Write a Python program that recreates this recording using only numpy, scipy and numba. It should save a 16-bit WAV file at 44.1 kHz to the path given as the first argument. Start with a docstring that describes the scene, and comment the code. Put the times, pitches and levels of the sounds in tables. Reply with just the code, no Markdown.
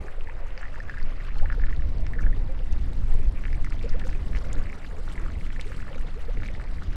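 """Wind buffets a hand-held microphone, over water rushing through a concrete box by a lake.
Wind pushes the diaphragm with lumpy pressure swings: shaped noise, plus a single swing for each thump.
The flow is flickering noise with swarms of bubbles; trapped air rings as sines with short, swelling attacks.
Big bubbles gulp and rise in pitch, small ones plink near 2 kHz, and spray ticks on top;
the close walls answer these single splashes with a short tail of echoes. The microphone hisses faintly."""
import sys
import numpy as np
from scipy import signal
from scipy.fft import rfft, irfft, next_fast_len
from scipy.io import wavfile
from scipy.ndimage import uniform_filter1d
from numba import njit

SR = 44100
rng = np.random.default_rng(int(sys.argv[2]) if len(sys.argv) > 2 else 0)


def generate_wav(sig):
    """Save sig (samples, or channels by samples) to the path in sys.argv[1] as 16-bit PCM at SR."""
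    pcm = np.round(np.clip(np.atleast_2d(sig).T, -1, 1) * 32767).astype(np.int16)
    wavfile.write(sys.argv[1], SR, pcm)


N = 306915


def from_db(db):
    """Decibels to gain."""
    return 10 ** (np.asarray(db) / 20)


def rms_one(x):
    """Scale to rms 1."""
    return x / np.sqrt(np.mean(x ** 2) + 1e-20)


def in_time(rows):
    """Draw straight lines through the columns of a curve table, one value a sample."""
    s, *columns = np.transpose(rows)
    return [np.interp(np.arange(N) / SR, s, column) for column in columns]


def drift(corner_hz):
    """Slow chance: coarse noise through two equal one-pole low-passes, run in; rms 1."""
    step = 40   # samples between coarse values
    pole = np.exp(-2 * np.pi * corner_hz * step / SR)
    noise = rng.standard_normal(N // step + 2002)
    slow = signal.lfilter([1], [1, -2 * pole, pole * pole], noise)[2000:]
    return np.interp(np.arange(N) / step, np.arange(len(slow)), rms_one(slow))


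def coloured(spectrum, patchy_db, flicker_hz, count):
    """Noise of a given colour, cut into overlapping bands that each flicker on their own; rms 1."""
    size = next_fast_len(N)
    log_hz = np.log(np.arange(1, size // 2 + 2) * SR / size)
    hz, level_db = np.transpose(spectrum)
    corners = np.log(hz)
    colour_db = np.interp(log_hz, corners, level_db, left=-200, right=-200)
    shaped = rfft(rng.standard_normal(size)) * from_db(colour_db)
    place = (log_hz - corners[0]) / (corners[-1] - corners[0]) * (count - 1)
    total = np.zeros(N)
    for k in range(count):
        band = irfft(shaped * np.clip(1 - abs(place - k), 0, 1), size)[:N]
        total += band * from_db(patchy_db * drift(flicker_hz))
    return rms_one(total)


def swells(times, levels_db, half_s):
    """Short bell-shaped swells at the given times, as gain."""
    out, t = np.zeros(N), np.arange(N) / SR
    for s, db in zip(times, levels_db):
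        near = slice(max(int((s - 3 * half_s) * SR), 0), int((s + 3 * half_s) * SR))
        out[near] += from_db(db) * np.exp(-((t[near] - s) / half_s) ** 2)
    return out


def evened(x, window_s):
    """Divide out most of the noise's own slow swells, so that the gusts lead the level."""
    width = int(window_s * SR)
    power = uniform_filter1d(uniform_filter1d(x ** 2, width), width)
    return rms_one(x / np.sqrt(power + 0.035))


def sucks(times, levels_db, hz):
    """A passing eddy pulls the diaphragm out once, with a small push before and after."""
    half_cycles = 0.6   # half length of the bell around the swing
    out, t = np.zeros(N), np.arange(N) / SR
    for s, db in zip(times, levels_db):
        near = slice(max(int((s - 2 / hz) * SR), 0), int((s + 2 / hz) * SR))
        turns = (t[near] - s) * hz
        out[near] -= from_db(db) * np.exp(-(turns / half_cycles) ** 2) * np.cos(2 * np.pi * turns)
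    return out


def wind():
    """Pressure swings of eddies passing the microphone, from large slow ones down to small ones that rustle."""
    # Wind strength. Each row: time in seconds, large eddies in dB, small eddies in dB.
    gusts = [(0.0, -35.5, -37.5), (0.04, -35.5, -54.5), (0.29, -38, -54.5), (0.48, -34.5, -58),
             (1.01, -33.5, -48), (1.26, -31.5, -50.5), (1.57, -22.5, -45), (2.17, -27, -43.5),
             (2.21, -23, -40.5), (2.64, -28, -47.5), (2.79, -24.5, -42.5), (3.31, -29, -45),
             (4.55, -28, -42), (4.77, -40.5, -48), (5.0, -33.5, -49), (5.18, -30, -43.5), (5.64, -34, -46),
             (6.07, -36.5, -46), (6.24, -32.5, -52.5), (6.4, -28, -41.5), (6.55, -34, -47),
             (6.96, -32, -44)]
    # Single eddies that thump the diaphragm. Each row: centre in seconds, slow push peak in dB,
    # buffeting peak in dB, flutter swell in dB.
    thump_rows = [(0.226, -16.5, -47, -48), (0.349, -27.5, -54, -57), (.45, -22, -53, -40.5),
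                  (1.048, -14.5, -41, -63), (1.421, -7, -29, -32), (1.589, -34, -21, -66),
                  (1.66, -11, -29, -42), (1.801, -35, -21, -29.5), (1.879, -24, -34, -36.5),
                  (1.98, -14.5, -20, -33), (2.07, -43, -43, -39), (2.255, -13, -9.5, -33),
                  (2.722, -10, -16.5, -57), (2.912, -19, -44, -61), (3.044, -17, -22, -39),
                  (3.152, -6.5, -36, -44), (3.2, -9, -37, -47), (3.278, -20, -12, -51),
                  (3.551, -26, -45, -37), (3.619, -14, -29, -63), (3.92, -11, -49, -53),
                  (4.36, -48, -18, -38), (4.587, -12.5, -26, -36), (5.12, -53, -43, -52),
                  (5.369, -35, -22.5, -39), (5.579, -37, -28, -47), (5.999, -18, -26, -47),
                  (6.38, -46, -38, -37.5), (6.53, -22, -46, -35), (6.888, -37, -22, -39)]
    # Colours of the eddies, largest first. Each row: frequency in Hz, relative level in dB per Hz.
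    push_colour = [(1.2, -52), (2.0, 0), (24, -2.5), (31, -49), (53, -120)]
    buffet_colour = [(14, -58), (24, -2), (35, -9.5), (60, -17.5), (78, -59), (130, -120)]
    flutter_colour = [(35, -46), (60, -0.5), (130, -15), (170, -84), (290, -120)]
    rustle_colour = [(76, -30), (130, -0.5), (320, -10), (420, -20), (700, -120)]
    push_over_db, push_follows = 5, 0.62   # lift over the large eddies' mean; share of their swing
    flutter_lift_db, large_share = 1, 0.39   # lift over a blend of both strengths; the large eddies' share
    lumpy_db, lump_hz = -0.5, 2.6   # chance swells of each eddy size
    shared_db, shared_hz = 0.5, 24.5   # quick swells that all eddies share

    large_db, small_db = in_time(gusts)
    s, push_peak_db, buffet_peak_db, flutter_peak_db = np.transpose(thump_rows)
    mean_db = large_db.mean()
    slow_db = mean_db + push_over_db + push_follows * (large_db - mean_db)
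    mid_db = flutter_lift_db + large_share * large_db + (1 - large_share) * small_db
    push_gain = from_db(slow_db + lumpy_db * drift(lump_hz))
    buffet_gain = from_db(large_db + lumpy_db * drift(lump_hz))
    flutter_gain = from_db(mid_db + lumpy_db * drift(lump_hz)) + swells(s, flutter_peak_db, half_s=0.019)

    thumps = sucks(s, push_peak_db, hz=14.4) + sucks(s, buffet_peak_db, hz=36.7)
    push = push_gain * evened(coloured(push_colour, 0, 1, count=2), window_s=0.12)
    buffet = buffet_gain * evened(coloured(buffet_colour, 0, 1, count=2), window_s=0.17)
    flutter = flutter_gain * evened(coloured(flutter_colour, 0.47, 44, count=2), window_s=0.35)
    rustle = from_db(small_db) * evened(coloured(rustle_colour, 0.43, 13.0, count=3), window_s=0.25)
    shared = from_db(shared_db * drift(shared_hz))
    return thumps + shared * (push + buffet + flutter + rustle)


@njit
def add(out, starts, peaks, pitches_hz, t60s, rise, attack_cycles, rate):
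    """Each bubble is a sine that swells in, dies away and climbs by rise octaves a second."""
    for k in range(len(starts)):
        tone = np.zeros(int(.8 * t60s[k] * rate + 80))
        climb, fade = 2 ** (rise / rate), 1000 ** (-1 / (t60s[k] * rate))
        fill = np.exp(-pitches_hz[k] / (attack_cycles * rate))
        hz, left, empty, turns, top = pitches_hz[k], 1., 1., 0., 0.
        for i in range(len(tone)):
            shape = (1 - empty) ** 2 * left
            turns += min(hz / rate, .45)   # stay below half the sample rate
            tone[i], top = shape * np.sin(2 * np.pi * turns), max(top, shape)
            hz, left, empty = hz * climb, left * fade, empty * fill
        start = int(starts[k] * rate)
        out[start:start + len(tone)] += peaks[k] / top * tone[:len(out) - start]


def bubbles(s, peak_db, hz, t60, rise, attack_cycles):
    """A track holding one ringing bubble for each given time."""
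    out, one = np.zeros(N), np.ones(len(s))
    add(out, s * one, from_db(peak_db) * one, hz * one, t60 * one, float(rise), float(attack_cycles), float(SR))
    return out


def swarm(per_s, low_hz, high_hz, cycles, spread_db, tilt_db, rise, clump_db, attack_cycles):
    """Countless unseen bubbles born in clumps, with uneven sizes and pitches; rms 1."""
    chance = per_s * from_db(clump_db * drift(9)) / SR   # of a birth at each sample
    born = np.flatnonzero(rng.random(N) < chance)
    size, place = rng.random((N, 2))[born].T
    hz = low_hz * (high_hz / low_hz) ** place
    peak_db = -spread_db * np.log(size + 0.022) + tilt_db * place
    return rms_one(bubbles(born / SR, peak_db, hz, cycles / hz, rise, attack_cycles))


def flow():
    """The steady rush through the box, with bubble swarms and fizzing spray, over the microphone's own hiss."""
    # Strength of the water, before each layer's trim. 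Each row: time in seconds, low rush in dB, churn in dB.
    water = [(0.0, -51, -50.5), (0.31, -52.5, -50.5), (0.81, -53, -49.5), (1.2, -55.5, -48.5),
             (1.61, -52, -53), (1.84, -54, -54), (2.29, -50.5, -61), (2.58, -54, -52), (3.18, -52.5, -54.5),
             (3.68, -53.5, -53), (4.03, -52, -48.5), (4.36, -52, -55), (4.55, -49.5, -47),
             (4.88, -54.5, -54), (5.21, -49.5, -52), (5.43, -52.5, -53), (5.7, -56, -50), (5.9, -50, -50),
             (6.15, -54.5, -52), (6.8, -52, -52.5), (6.96, -55, -50)]
    # Droplets thrown up, before trims. Each row: time in seconds, spray in dB, fine mist in dB.
    thrown = [(0.0, -64, -67.5), (0.31, -67, -75.5), (0.72, -64, -72.5), (1.61, -62.5, -74.5),
              (1.98, -64.5, -74.5), (2.5, -65.5, -73.5), (2.8, -62, -71), (3.2, -63.5, -70),
              (3.72, -61.5, -71.5), (4.59, -62, -67.5), (4.77, -62.5, -68.5), (5.85, -62, -68.5),
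              (6.12, -62.5, -70.5), (6.96, -63, -72)]
    # Waves slapping the wall throw a spatter of spray, before trims.
    # Each row: centre in seconds, spray in dB, fine mist in dB.
    spatters = [(0.601,-63,-85),(1.38,-77,-71),(1.53,-71,-76),(2.22,-77,-70),(2.73,-62,-74),(3.64,-74,-79),(3.33,-85,-81),(3.839,-61,-67),(3.89,-68,-85),
                (4.07,-62,-63),(4.37,-59,-70),(4.53,-60,-75),(5.13,-63,-67),(5.61,-77,-67),(5.77,-79,-68),(5.99,-76,-79),(6.46,-61,-75),(6.84,-66,-71)]
    # Colours of the water, spray, mist and microphone hiss.
    # Each row: frequency in Hz, relative level in dB per Hz.
    rush_colour = [(150, -2.5), (250, -8), (395, -3.5), (549, -1.5), (907, -8), (1240, -12.5),
                   (1570, -12.5), (1990, -9), (3400, -27.5), (4420, -34), (7480, -120)]
    spray_colour = [(2200, -14), (3200, 0.5), (4000, 1), (5000, -1), (6300, -12.5), (7500, -33),
                    (9000, -47)]
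    mist_colour = [(5500, -30), (7000, 3.5), (8000, 4.5), (10000, -1), (13000, -17), (16500, -13)]
    mic_colour = [(8000, -3.5), (11000, -10), (14000, -5), (17000, -5)]
    mic_hiss_db, spatter_s = -86, 0.014   # steady rms level; half length of a spatter

    rush_db, churn_db = in_time(water)
    spray_db, mist_db = in_time(thrown)
    s, spatter_db, spatter_mist_db = np.transpose(spatters)
    spray_gain = from_db(spray_db) + swells(s, spatter_db, spatter_s)
    mist_gain = from_db(mist_db) + swells(s, spatter_mist_db, spatter_s)
    surge = from_db(1.8 * drift(40))   # churn and spray swell together

    rush = from_db(rush_db + 0.56) * coloured(rush_colour, 3.2, 10.7, count=8)
    gurgle = from_db(rush_db - 2.5) * swarm(
        160, 328.4, 1158, cycles=24.0, spread_db=1.5, tilt_db=-3.0, rise=15.35, clump_db=6.0, attack_cycles=6.6)
    churn = surge * from_db(churn_db - 4.5) * swarm(
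        900, 1068, 2913, cycles=16, spread_db=3.5, tilt_db=-1.5, rise=10.0, clump_db=2.5, attack_cycles=1.4)
    hiss = surge * spray_gain * from_db(-3.0) * coloured(spray_colour, 2.4, 49, count=5)
    mist = surge * mist_gain * from_db(-4.0) * coloured(mist_colour, 3.1, 34, count=4)
    spit = surge * mist_gain * from_db(-2.5) * swarm(
        1000, 5500, 14300, cycles=28, spread_db=5.5, tilt_db=-10, rise=0, clump_db=3.5, attack_cycles=2.5)
    fizz = surge * spray_gain * from_db(-3.0) * swarm(
        800, 2692, 7070, cycles=25, spread_db=6.0, tilt_db=-9.0, rise=0, clump_db=5.5, attack_cycles=2.0)
    mic_hiss = from_db(mic_hiss_db) * coloured(mic_colour, .3, 5, count=2)
    return rush + gurgle + churn + hiss + fizz + mist + spit + mic_hiss


def gulp(length_s, start_hz, end_hz):
    """A big bubble: swells, climbs ever faster as it nears the surface, and is gone when it bursts."""
    bend, skew = 1.51, 0.53   # the climb quickens towards the end; the swell peaks early
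    u = np.arange(int(length_s * SR)) / (length_s * SR)
    pitch_hz = start_hz * (end_hz / start_hz) ** (u ** bend)
    return np.sin(np.pi * u ** skew) * np.sin(2 * np.pi * np.cumsum(pitch_hz) / SR)


def splashes():
    """The bubbles and droplets that stand out one by one, each ringing at its own pitch."""
    # Big bubbles. Each row: start in seconds, peak in dB before the wobble, start in Hz, end in Hz,
    # length in seconds.
    gulp_rows = [(0.045, -39.5, 373, 430, 0.014),(0.099, -50.5, 500, 620, 0.026),
                 (0.179, -40, 478, 790, 0.017), (0.272, -50, 476, 900, 0.022),
                 (0.286, -41, 890, 1140, 0.016), (0.3, -46.5, 480, 680, 0.021),
                 (0.432, -44, 537, 620, 0.021), (0.459, -43.5, 895, 1100, 0.0089),
                 (.565, -47.5, 497, 600, 0.029), (0.721, -47, 560, 640, 0.024),
                 (0.769, -46, 874, 1100, 0.022), (1.088, -49, 550, 910, 0.037),
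                 (1.231, -46, 634, 720, 0.012), (1.358, -46, 786, 1060, 0.024),
                 (1.413, -40, 555, 664, 0.027), (1.424, -42, 738, 1120, 0.036),
                 (1.447, -40.5, 524, 623, .014), (1.577, -38, 444, 504, 0.015),
                 (2.021, -44, 570, 690, 0.022), (2.159, -43.5, 444, 564, 0.031),
                 (2.359, -43, 378, 470, 0.032), (2.486, -44.5, 529, 550, 0.061),
                 (2.599, -42, 483, 604, 0.021), (3.15, -39, 424, 470, 0.016),
                 (3.192, -41.5, 384, 480, 0.021), (3.84, -35.5, 453, 500, 0.024),
                 (3.856, -38, 507, 640, 0.018), (3.941, -37, 444, 855, 0.04), (4.046, -40, 498, 580, 0.037),
                 (4.147, -44.5, 354, 450, 0.03), (4.554, -41, 242, 387, 0.038),
                 (4.981, -41.5, 420, 580, .03), (5.195, -44, 295, 420, 0.053),
                 (5.137, -57, 420, 500, 0.014), (5.586, -43, 496, 596, 0.021),
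                 (5.655, -43, 388, 560, 0.037), (5.7, -44.5, 510, 560, 0.022),
                 (5.869, -43.5, 600, 800, 0.01), (5.909, -39.5, 502, 620, 0.025),
                 (5.956, -37, 480, 680, 0.014), (6.045, -41.5, 460, 520, 0.011),
                 (6.153, -43.5, 395, 690, 0.058), (6.282, -37.5, 426, 840, 0.031),
                 (6.37, -42, 392, 520, 0.016), (6.5, -38.5, 536, 620, 0.012)]
    # Small bubbles. Each row: start in seconds, peak in dB, starting pitch in Hz, 60 dB decay in ms.
    plink_rows = [(0.0828,-31.5,1610,6.6),(0.209,-34.5,2650,3.5),(0.2724,-33,1890,8.1),(.297,-30,1880,3.5),(0.5771,-27,2000,2.4),(0.611,-33,1630,5),
                  (.63,-26,1620,3.4),(0.6366,-39,1770,30),(0.6535,-32.5,1890,22),(0.6812,-36,1930,9),(0.7426,-36,1600,10),(.7582,-31,1670,3.9),
                  (.802,-31,1800,17),(0.8865,-35,1720,7),(0.896,-24,1700,6.7),(0.9097,-38,1570,42),(0.939,-32,1580,11),(0.9716,-33,1830,9.4),
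                  (0.977,-35,1630,18),(0.983,-36,1600,7.5),(1.001,-32,1940,9.1),(1.0148,-35,1370,2.7),(1.2022,-34,1940,8),
                  (1.29,-41,1900,6.2),(1.306,-38,1950,5),(1.316,-39,2360,6),(1.398,-34.5,1690,3.9),(1.4573,-27.5,1760,4.1),(1.501,-27,1820,4.9),(1.5002,-27,1360,5.6),(1.5163,-34,1620,7),(1.5246,-25.5,1560,6.4),(1.543,-35,1440,7),(1.597,-34,1590,6.9),
                  (1.617,-36,1790,9.6),(1.6371,-26.5,1790,7.5),(1.644,-38,1860,8.6),(1.668,-32,1800,2.3),(1.684,-35,1430,4.4),(1.6946,-35,1800,7.5),
                  (1.727,-30.5,1880,13),(1.7953,-39.5,1810,10),(1.8216,-32.5,1810,2.4),(2.0664,-27.5,1780,1.3),(2.1348,-29.5,1880,11),(2.1425,-40,1870,6),(2.1523,-38,1880,15),
                  (2.186,-31.5,1570,13),(2.1907,-28.5,1670,11),(2.2077,-36.5,1330,12),(2.2314,-38.5,2270,8.2),(2.2381,-34,1560,9.3),(2.265,-29,1630,11),
                  (2.328,-35.5,1860,22),(3.3743,-37,2370,7),(3.438,-28,1810,1.7),(3.4535,-24,2020,2.5),(3.466,-35,1590,4.3),(3.4815,-36,1850,6.3),
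                  (3.503,-40,2100,7),(3.5294,-30.5,1970,5.3),(3.5453,-35.5,2230,6.4),(3.5767,-40,1760,6),(3.6453,-31.5,2030,9.8),(3.6452,-33.5,1310,6.8),(3.6643,-33,1920,9.3),(3.6713,-37,1290,8.9),(3.7084,-40,1340,8),(3.723,-28,2100,2.6),
                  (3.728,-39,1300,8.6),(3.766,-41,2100,5),(3.812,-37,2270,6),(3.8334,-37,2460,4.8),(3.86,-42,2300,5),(3.877,-46,2600,4),(3.927,-39,1910,21),(3.936,-34,1940,3.8),(3.999,-32,2400,2.3),(4.016,-33,1800,7.5),
                  (4.039,-32,1800,2.8),(4.07,-37,1190,4.9),(4.093,-33,1890,4),(4.1289,-31,1900,2.8),(4.1483,-39,2400,13),(4.332,-31.5,1830,2.1),
                  (4.35,-27,1990,4.1),(4.361,-27.5,2020,2.4),(4.37,-26.5,1750,1.3),(4.4432,-40,1410,14),(4.451,-39.5,2110,9.6),(4.4978,-39,1180,9.7),(4.5,-38,2220,8),(4.5263,-42,2900,5),(4.548,-38,1390,8),(4.566,-33,1500,2.6),(4.6155,-39,1510,8),(4.652,-42,1920,6.3),(4.6682,-39,1810,5.9),(4.6988,-32,2160,6.8),
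                  (4.729,-30,2050,4.3),(4.777,-44,1340,9.4),(4.8189,-42,2050,6.6),(4.8305,-39,1990,7.6),(4.8463,-31,1810,3.5),(4.912,-37.5,1620,5),(5.079,-31,1230,2.7),(5.1087,-34,1260,2.9),(5.1557,-35.5,2040,9.6),(5.1782,-28,1930,7.7),
                  (5.198,-37,1270,5.5),(5.1985,-41,2100,5),(5.239,-37,1930,4.6),(5.262,-30,1290,3.6),(5.2827,-35.5,1290,15),(5.3023,-32,1510,1.9),(5.354,-39.5,2080,12),(5.41,-36,2160,7.7),
                  (5.4655,-35.5,2020,6),(5.5033,-31,1950,3.1),(5.5313,-40,1390,6),(5.562,-32,1850,9.3),(5.591,-35,1260,2.2),(5.596,-28,2130,5.6),(5.627,-43,2200,3.7),(5.643,-39,2310,8),(5.668,-43,2100,5),(5.719,-28,1450,2),
                  (5.727,-38,2100,6),(5.781,-40,2000,4),(5.79,-39,1400,8),(5.8025,-32,1760,4),(5.8265,-33,1450,4.4),(5.82,-40.5,2580,10),(5.849,-41,1500,4),(5.868,-37,1250,6.5),(5.88,-36,1790,7.2),(5.886,-41,1250,9),(5.9306,-39,1240,4),(5.9297,-38.5,2950,6),(5.9445,-39,1150,6),(5.947,-37,2280,8.5),(5.958,-42,1250,6),(5.98,-37.5,1360,11),
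                  (6.011,-40,1910,5),(6.024,-40,1500,2.6),(6.024,-43,2700,4.6),(6.081,-39,2040,8.3),(6.085,-40,1470,7.8),(6.372,-32.5,2060,5.6),(6.402,-34,1940,3.8),(6.4214,-33.5,1470,5.6),(6.4336,-28,1920,3.1),
                  (6.4494,-33,1900,3.1),(6.46,-34,2330,7.4),(6.486,-28.5,2120,4.7),(6.55,-33,1970,6.8),(6.5985,-32,1520,3.9),(6.6148,-36,1970,6),(6.6402,-39,2010,6),(6.6737,-39,2070,6.5),
                  (6.783,-38.5,2000,11),(6.8214,-31.5,1346,5.2),(6.931,-37,1570,5.6)]
    # Droplets hitting the surface. Each row: start in seconds, peak in dB, pitch in Hz, 60 dB decay in ms,
    # snap peak in dB.
    tick_rows = [(.4698,-49,6800,3,-64),(0.5058,-41,2980,4,-62),(0.5772,-37,4800,7.3,-64),(0.615,-47,7600,3.5,-62),(.8014,-44.5,5000,6.8,-60),(.8962,-45,5030,3.7,-60),(0.984,-45,4890,4.2,-63),(.829,-51,5000,5,-62),(1.0001,-48,5200,4,-62),(1.0125,-48,4440,5,-62),(1.028,-39.5,4640,4.9,-57),
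                 (1.1144,-59,12000,2,-66),(1.25,-42,3500,2.6,-57),(1.385,-38.5,4300,5.5,-58),(1.527,-45,5320,4.4,-54),(1.5479,-60,12500,2,-64),(1.7635,-37.5,3820,2.1,-66),(1.983,-45,4400,7,-62),
                 (2.0068,-50,6060,2.7,-50),(2.0664,-39,5400,4,-53),(2.1326,-55,14300,2.5,-52),(2.21,-41.5,5700,1.9,-54),(2.2188,-43,6070,2.5,-55),(2.4637,-49,4000,4.4,-64),(2.5232,-52,7500,4,-64),(2.5913,-38,2900,3.3,-65),(2.726,-36.5,6040,2.5,-60),(2.7252,-59,12000,2,-66),(2.861,-51,9800,3,-64),(2.933,-42,3830,3.9,-47),(2.9352,-55,13000,2.5,-66),
                 (2.965,-52,5600,5,-62),(3.0779,-58,7340,2.5,-63),(3.0779,-55,12500,1.5,-68),(3.1396,-42,9300,3,-44),(3.3243,-50,9300,5,-62),(3.4999,-57,8800,4,-62),(3.5302,-44,4970,5,-57),(3.545,-49,6000,3,-62),(3.57,-54,8700,4,-62),(3.6272,-48,6500,2.5,-56),(3.646,-37,5800,1.7,-41),(3.704,-41,4700,3.2,-46),(3.7531,-45,5160,2.4,-62),
                 (3.793,-40,3380,5.6,-56),(3.8277,-42,4760,6.6,-46),(3.8932,-34.5,5070,5.8,-56),(3.9957,-31.5,3280,1.1,-44),(4.078,-41,7240,2.1,-56),
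                 (4.102,-40,4940,2.1,-54),(4.1465,-51,8400,2.5,-60),(4.2836,-43,3710,5,-56),(4.2911,-61,12000,2,-66),(4.3615,-43,5450,4.4,-53),(4.387,-36,5200,2.1,-49),(4.4702,-52,12000,2,-64),(4.5307,-26.5,7060,1.9,-43),
                 (4.554,-39,3910,2.4,-58),(4.586,-47,3260,4,-60),(4.638,-43,4670,6,-62),(4.6857,-44,2900,3.7,-60),(4.697,-52,7400,6,-62),(4.7226,-46,7070,2.5,-60),(4.9841,-48,7000,3,-60),(5.0677,-45,4500,1.8,-53),(5.0875,-38,3470,3,-59),(5.117,-37,2940,4,-60),(5.1203,-55,12500,2,-66),(5.124,-41,3600,2.6,-41),(5.1971,-46,7270,3,-50),(5.5326,-47,7480,3,-60),(5.6025,-47,5100,4,-60),
                 (5.6118,-24.5,3450,1.2,-36),(5.6675,-49,8690,3,-60),(5.679,-41,3920,2.8,-59),(5.7224,-53,8360,3,-60),(5.765,-42,4500,3.6,-53),(5.8066,-43,5000,1.8,-55),(5.9594,-43.5,3830,9.2,-60),
                 (5.9793,-48,6450,3,-60),(5.9947,-45,5130,1.7,-47),(6.013,-46,9000,2.7,-54),(6.073,-44,3680,4.8,-60),(6.1913,-52,12000,2,-64),(6.2771,-55,12000,2,-64),(6.54,-41,3470,3.4,-55),(6.623,-52,8440,3,-60),(6.4793,-38,3530,3.1,-47),(6.64,-42,4330,2,-53),(6.836,-43,4630,2.6,-60)]
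    wobble_db, wobble_hz = 2, 95   # the churning water shakes the big bubbles' ring

    gulps = np.zeros(N)
    for s, peak_db, start_hz, end_hz, length_s in gulp_rows:
        tone = from_db(peak_db) * gulp(length_s, start_hz, end_hz)
        start = int(s * SR)
        gulps[start:start + len(tone)] += tone
    gulps = gulps * from_db(wobble_db * drift(wobble_hz))

    s, peak_db, hz, t60_ms = np.transpose(plink_rows)
    plinks = bubbles(s, peak_db, hz, t60_ms / 1000, rise=4.3, attack_cycles=0.72)
    s, peak_db, hz, t60_ms, snap_db = np.transpose(tick_rows)
    ticks = bubbles(s, peak_db, hz, t60_ms / 1000, rise=0, attack_cycles=0.51)
    snaps = bubbles(s, snap_db, 8170, 0.0016, rise=0, attack_cycles=1.2)   # the snap of the impact
    return gulps + plinks + ticks + snaps


def box(x, t60, level_db, dull_hz):
    """Echoes off the close concrete walls: a short, dull tail of scattered reflections."""
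    t = np.arange(int(t60 * SR)) / SR
    tail = rng.standard_normal(len(t)) * from_db(-60 * t / t60)
    tail = tail * (t > .002)   # no echo in the first 2 ms
    tail = signal.sosfilt(signal.butter(1, dull_hz, fs=SR, output="sos"), tail)
    tail = tail / np.sqrt(np.sum(tail ** 2))
    return x + from_db(level_db) * signal.fftconvolve(x, tail)[:N]


def scene():
    """Wind, flow and splashes add up at one hand-held microphone; only the splashes get wall echoes."""
    echoing = box(splashes(), t60=0.031, level_db=-13.0, dull_hz=5000)
    return (wind() + flow() + echoing)[None]


def record(dry):
    """A brief fade in; a 1 Hz high-pass blocks steady pressure; a steep low-pass cuts the top."""
    fade_in_s, cutoff_hz = .01, 15800
    faded = dry * np.minimum(np.arange(N) / (fade_in_s * SR), 1)
    coupled = signal.sosfilt(signal.butter(1, 1, "high", fs=SR, output="sos"), faded)
    return signal.sosfilt(signal.ellip(10, .5, 70, cutoff_hz, fs=SR, output="sos"), coupled)


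dry = scene()
out = record(dry)
generate_wav(out)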